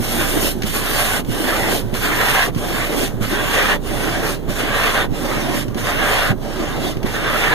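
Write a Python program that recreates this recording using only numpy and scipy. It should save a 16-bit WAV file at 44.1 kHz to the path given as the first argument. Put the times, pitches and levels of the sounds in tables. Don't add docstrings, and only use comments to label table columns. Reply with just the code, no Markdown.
import sys
import numpy as np
from scipy import signal
from scipy.fft import rfft, irfft, next_fast_len
from scipy.io import wavfile
from scipy.ndimage import uniform_filter1d, map_coordinates

SR = 44100
rng = np.random.default_rng(int(sys.argv[2]) if len(sys.argv) > 2 else 0)


def to_wav(sig):
    pcm = np.clip(np.atleast_2d(sig), -1, 1) * 32767
    pcm = np.round(pcm).astype(np.int16)
    wavfile.write(sys.argv[1], SR, pcm.T)


N = 332514

# frequency in Hz, relative level in dB.
SCRUB_TONE = [(200, -65), (420, 0.5), (600, -4.5), (790, -1), (880, -5), (1150, -1.5), (1400, -3.5),
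              (1620, -1.5), (2000, -1.1), (2600, -4.5), (3100, -9), (3600, -14.5), (4600, -23.5),
              (9000, -41)]
HISS_TONE = [(600, -43), (1500, -0.5), (2600, 8.5), (3100, 7), (3700, 2), (4600, 3), (5400, 5.5),
             (6200, -1), (7200, 2.5), (8300, -1), (10300, 2.5), (12200, 1), (14000, -0.5), (15500, -21)]
DRAG_TONE = [(70, -40), (110, -22), (170, -8), (240, 0.5), (300, -1), (370, -1), (480, -7), (750, -9),
             (900, -12), (2000, -30.5), (5000, -63)]

def blades(grab_s=0.99, grab_width_s=0.024, grab_db=2.5, uneven_db=1.38):
    scrub_db, hiss_db, drag_db = stroke_levels()
    grab = np.exp(-((np.arange(N) / SR - grab_s) / grab_width_s) ** 2)
    scrub_db = scrub_db + grab_db * grab + uneven_db * wobble(28)
    judder = wobble(85)
    scrub = cabin(patchy_noise(depth_db=2.5) + 0.39 * slips(rate=1800, spread_db=3.5), SCRUB_TONE)
    rubbing_db = 0.16 * np.clip(scrub_db + 24.5, -8, 6)
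    scrub = brighten(scrub, rubbing_db, low_hz=900, high_hz=1490)
    hiss = cabin(patchy_noise(depth_db=2.7) + 0.37 * slips(rate=3600, spread_db=6.5), HISS_TONE)
    water_db = np.array(STROKES)[:, 3]
    going_down = np.arange(len(STROKES)) % 2
    spray_db = by_stroke(1 + 0.81 * water_db + going_down)
    hiss = brighten(hiss, spray_db, low_hz=6160, high_hz=10500)
    drag = cabin(patchy_noise(depth_db=3.0) + 0.37 * slips(rate=170, spread_db=1.0), DRAG_TONE)
    return windscreen(scrub * amp(scrub_db + 2.5 + 0.88 * judder)
                      + hiss * amp(hiss_db + 5.0 + 0.5 * judder)
                      + drag * amp(drag_db + 0.25 * judder))


# start in seconds, length in seconds,
# rubber pressure in dB, water on the glass in dB, build-up from start to end in dB.
STROKES = [ (-.024, 0.6, 0, 1.5, -2), (0.641, 0.59, -1.5, 0.5, 2), (1.267, 0.59, 0, -0.15, -1),
           (1.924, 0.59, 2.3, -0.8, 0.5), (2.53, 0.61, -1, -2, 2.5), (3.198, 0.59, 2, -2.5, 3),
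           (3.819, 0.59, -1, -3, -3), (4.47, 0.61, 1.16, -3.5, 1.5), (5.105, 0.581, -1, -4, 0),
           (5.755, 0.59, 2, -2.8, 3), (6.377, 0.61, -4.5, -7, 4.5), (7.037, 0.57, 1.5, -5, 1), ]
# fraction of the stroke gone by, scrub in dB, hiss in dB, drag in dB.
UPSTROKE = [(0, -54, -49.5, -38), (.09, -34, -35.5, -30.5), (.2, -34, -34, -25), (.29, -29.5, -32.5, -25.5),
            (.4, -26.5, -31, -23), (.53, -27.5, -32, -28.5), (.68, -28.5, -33, -23), (.76, -28, -28, -21.5),
            (.83, -31.5, -27, -21.5), (.9, -36.5, -33.5, -32.5), (.96, -45, -47.5, -37),
            (1, -48, -49.5, -35)]
DOWNSTROKE = [(0, -48.5, -50, -34), (0.046, -30.5, -31.5, -30), (.13, -35, -33, -45),
              (.21, -25, -28, -27.5), (.31, -27, -33.5, -30), (.44, -26, -31.5, -32.5),
              (.62, -23, -27, -34.5), (.78, -23.5, -29.5, -34.5), (.9, -24, -31, -30),
              (.955, -32, -37, -24.5), (1.002, -51, -59, -39)]

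def stroke_levels(drag_per_pressure=0.56):
    rows = []
    for k, (start, length, pressure_db, water_db, build_db) in enumerate(STROKES):
        for fraction, scrub_db, hiss_db, drag_db in (DOWNSTROKE if k % 2 else UPSTROKE):
            swell_db = build_db * (fraction - 0.5)
            rows.append((start + fraction * length,
                         scrub_db + pressure_db + swell_db,
                         hiss_db + water_db + swell_db,
                         drag_db + drag_per_pressure * pressure_db))
    return curves(rows)


# frequency in Hz, width in Hz, boost in dB.
GLASS_RESONANCES = [(248, 18, -1), (293.3, 8.2, 4.5), (329, 7.7, 5.5), (586, 32, 6.5), (688, 59, 3.5),
                    (772, 16, 5), (1035, 34, 1), (1470, 84, 3), (1607, 29, 4.5), (1810, 190, 1),
                    (2756, 40, 5.5), (3050, 67, 3.5), (3390, 110, 4.5), (3645, 130, 5), (3990, 55, 5),
                    (6100, 100, 3.5)]

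def windscreen(x):
    def response(hz):
        return 1 + sum((amp(db) - 1) * 1j * hz * width / (centre ** 2 - hz ** 2 + 1j * hz * width)
                       for centre, width, db in GLASS_RESONANCES)
    return filtered(x, response)


# start in seconds, peak level in dB, centre frequency of the blow in Hz.
ARM_KNOCKS = [(0.001, -9.5, 192), (.553, -15.5, 240), (0.569, -16, 190), (.637, -12, 166),
              (1.287, -10, 206), (1.303, -15, 125), (1.833, -18, 150), (1.854, -15, 160), (1.929, -12, 206),
              (2.562, -9.5, 148), (3.14, -14.5, 109), (3.21, -9, 115), (3.225, -14, 240), (4.486, -12, 240),
              (5.074, -17, 250), (5.105, -15, 130), (5.121, -11, 180), (5.681, -14, 120),
              (5.755, -12.5, 285), (6.299, -10, 121), (6.307, -13.5, 136), (6.328, -12, 260),
              (6.969, -11, 192), (7.042, -9, 248)]
# frequency in Hz, relative level in dB, seconds to fade by 60 dB.
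PANEL_NOTES = [(113.5, 0, 0.18), (135.7, 0.5, 0.052), (181, -1.5, 0.068), (225.3, 3, 0.083),
               (288, 0, 0.047), (353, -1.5, 0.12), (580, -2, 0.043)]

def arm_thumps(attack_s=0.0015, spread_octaves=0.77):
    track, t = np.zeros(N), np.arange(SR // 3) / SR
    hz, level_db, fade_s = np.transpose(PANEL_NOTES)[:, :, None]
    for start, peak_db, centre_hz in ARM_KNOCKS:
        detune, phase = rng.standard_normal((2, len(PANEL_NOTES), 1))
        strength = np.exp(-0.5 * (np.log2(hz / centre_hz) / spread_octaves) ** 2)
        notes = np.sin(2 * np.pi * hz * (1 + 0.018 * detune) * t + 0.72 * phase)
        ring = np.sum(strength * amp(level_db - 60 * t / fade_s) * notes, axis=0)
        ring *= 1 - np.exp(-t / attack_s)
        add(track, start, amp(peak_db) * ring / np.abs(ring).max())
    return track


# start in seconds, level in dB.
LIP_FLIPS = [(0.62, -20.5), (.633, -23), (1.247, -33), (1.94, -24), (2.547, -30), (3.228, -31),
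             (4.502, -30), (5.681, -32), (5.745, -29), (6.377, -45), (6.969, -32), (7.0295, -26.5)]
# frequency in Hz, relative level in dB.
TICK_TONE = [(400, -22), (1500, 14), (2800, 21), (3900, 10.5), (4700, 13), (6000, 11), (8500, -2),
             (12000, 6), (15500, -6)]

def lip_ticks(attack_s=0.00055, snap_fade_s=0.027, smack_fade_s=0.18, smack_db=-11):
    envelope, t = np.zeros(N), np.arange(SR // 8) / SR
    snap = amp(-60 * t / snap_fade_s)
    smack = amp(smack_db - 60 * t / smack_fade_s)
    tick = (snap + smack) * (1 - np.exp(-t / attack_s))
    for start, db in LIP_FLIPS:
        add(envelope, start, amp(db) * tick)
    return envelope * cabin(rng.standard_normal((2, N)), TICK_TONE)


def wiper_motor(up_hz=361.4, down_hz=438, level_db=-40):
    pitch_hz = by_stroke(np.resize([up_hz, down_hz], len(STROKES))) + 5 * wobble(14)
    whine = np.sin(2 * np.pi * np.cumsum(pitch_hz) / SR)
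    return amp(level_db + 0.93 * wobble(6.5)) * whine


# frequency in Hz, left level in dB, right level in dB.
ENGINE_TONES = [(29.8, -41.5, -26), (60.6, -56, -37.5), (116.9, -43.5, -37.5)]

def engine():
    speed_drift = 0.0088 * wobble(3.2) + 0.015 * wobble(22)
    clock = np.arange(N) / SR + np.cumsum(speed_drift) / SR
    throb = amp(1.2 * wobble(2.95))
    return throb * sum(amp([[left_db], [right_db]]) * unit(np.sin(2 * np.pi * hz * clock))
                       for hz, left_db, right_db in ENGINE_TONES)


# frequency in Hz, relative level in dB.
ROAD_TONE = [(15, -22), (32, -15), (40, -11), (52, -8), (78, -4), (105, -0.5), (128, 0), (160, -1),
             (260, -1), (450, -6.5), (750, -19), (1200, -26), (3000, -41), (8000, -45), (15000, -38)]
# middle in seconds, length in seconds, frequency in Hz, level in dB.
HUMS = [(0.958, 2.1, 118.3, -34.5), (4.27, 0.64, 156.8, -33), (5.445, 0.61, 131.9, -30),
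        (6.725, .6, 156.1, -29)]

def road():
    rumble = amp(-28.5 + 0.066 * wobble(3.2)) * cabin(patchy_noise(depth_db=1.0), ROAD_TONE)
    hum, t = np.zeros(N), np.arange(N) / SR
    waver = 0.65 * wobble(25)
    for middle, length, hz, db in HUMS:
        swell = np.cos(np.pi * np.clip((t - middle) / length, -0.5, 0.5))
        hum += amp(db) * swell * np.sin(2 * np.pi * hz * t + waver)
    return rumble + amp(2.4 * wobble(6.3)) * hum


# frequency in Hz, likeness from 0 (unrelated) to 1 (the same).
LIKENESS = [(60, 0), (160, 0), (280, 0.54), (650, 0.56), (1200, 0.21), (2000, 0), (4000, 0.099)]

def cabin(pair, tone):
    def response(hz):
        angle = np.arccos(np.clip(along(LIKENESS, hz), -1, 1)) / 2
        return amp(along(tone, hz)) * [np.cos(angle), np.sin(angle)]
    mid, side = filtered(pair, response)
    return unit(np.array([mid + side, mid - side]))


# frequency in Hz, left minus right in dB.
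BALANCE = [(30, -34), (70, -4.5), (130, -8), (260, -2.5), (600, -0.5), (1300, -3.5), (3000, -0.5),
           (9000, -4.5), (15000, -1.5)]
# frequency in Hz, phase lag in radians.
BASS_LAG = [(30, 4.5), (120, 1.5), (300, 1.36), (600, 0), (1300, 0)]

def microphone(x):
    sides = np.array([[0.5], [-0.5]])
    return filtered(x, lambda hz: amp(sides * along(BALANCE, hz))
                    * np.exp(-1j * sides * along(BASS_LAG, hz)))


def amp(db):
    return 10 ** (np.asarray(db) / 20)


def unit(x):
    return x / np.sqrt(np.mean(x ** 2) + 1e-20)


def along(points, hz):
    row_hz, values = np.transpose(points)
    return np.interp(np.log(hz + 1), np.log(row_hz + 1), values)


def curves(rows):
    seconds, *columns = np.transpose(rows)
    return [np.interp(np.arange(N) / SR, seconds, column) for column in columns]


def by_stroke(values):
    start, length = np.transpose(STROKES)[:2]
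    return curves(np.column_stack([start + length / 2, values]))[0]


def wobble(rate):
    steps = np.linspace(0, N, num=8000)
    knots = rng.standard_normal(int(N * rate / SR) + 4)
    return np.interp(np.arange(N), steps, map_coordinates(knots, [steps * rate / SR]))


def patchy_noise(depth_db):
    spectra = signal.stft(rng.standard_normal((2, N)), nperseg=1024)[2]
    patches = uniform_filter1d(rng.standard_normal(spectra.shape[1:]), size=5, axis=0)
    patches = unit(uniform_filter1d(patches, size=7, axis=1))
    return unit(signal.istft(spectra * amp(depth_db * patches), nperseg=1024)[1][:, :N])


def slips(rate, spread_db):
    happens = rng.random(N) < rate / SR
    size = amp(spread_db * np.clip(rng.standard_normal(N), -2, 2))
    return unit(happens * size * rng.standard_normal((2, N)))


def filtered(x, response):
    size = next_fast_len(N + 8192)
    return irfft(rfft(x, size) * response(np.fft.rfftfreq(size, 1 / SR)), size)[..., :N]


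def brighten(x, lift_db, low_hz, high_hz):
    treble = filtered(x, lambda hz: along([(low_hz, 0), (high_hz, 1)], hz))
    return x + treble * (amp(lift_db) - 1)


def add(track, start_s, sound):
    part = track[..., max(round(start_s * SR), 0):][..., :sound.shape[-1]]
    part += sound[..., :part.shape[-1]]


def scene():
    return microphone(blades() + arm_thumps() + lip_ticks() + wiper_motor() + road()) + engine()


# frequency in Hz, share of each side taken from the other.
WIDENING = [(300, 0.037), (700, 0.13), (1200, 0.53), (2500, 0.59), (15000, 0.57)]

def record(dry, delay_s=17.05 / SR, ceiling=0.8, top_hz=15550):
    share = lambda hz: along(WIDENING, hz)
    opposite = filtered(dry[::-1], lambda hz: share(hz) * np.exp(-2j * np.pi * hz * delay_s))
    wide = filtered(dry - opposite, lambda hz: 1 / np.sqrt(1 + share(hz) ** 2))
    rounded = wide / (1 + (wide / ceiling) ** 6) ** (1 / 6)
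    return filtered(rounded, lambda hz: hz < top_hz)


dry = scene()
out = record(dry)
to_wav(out)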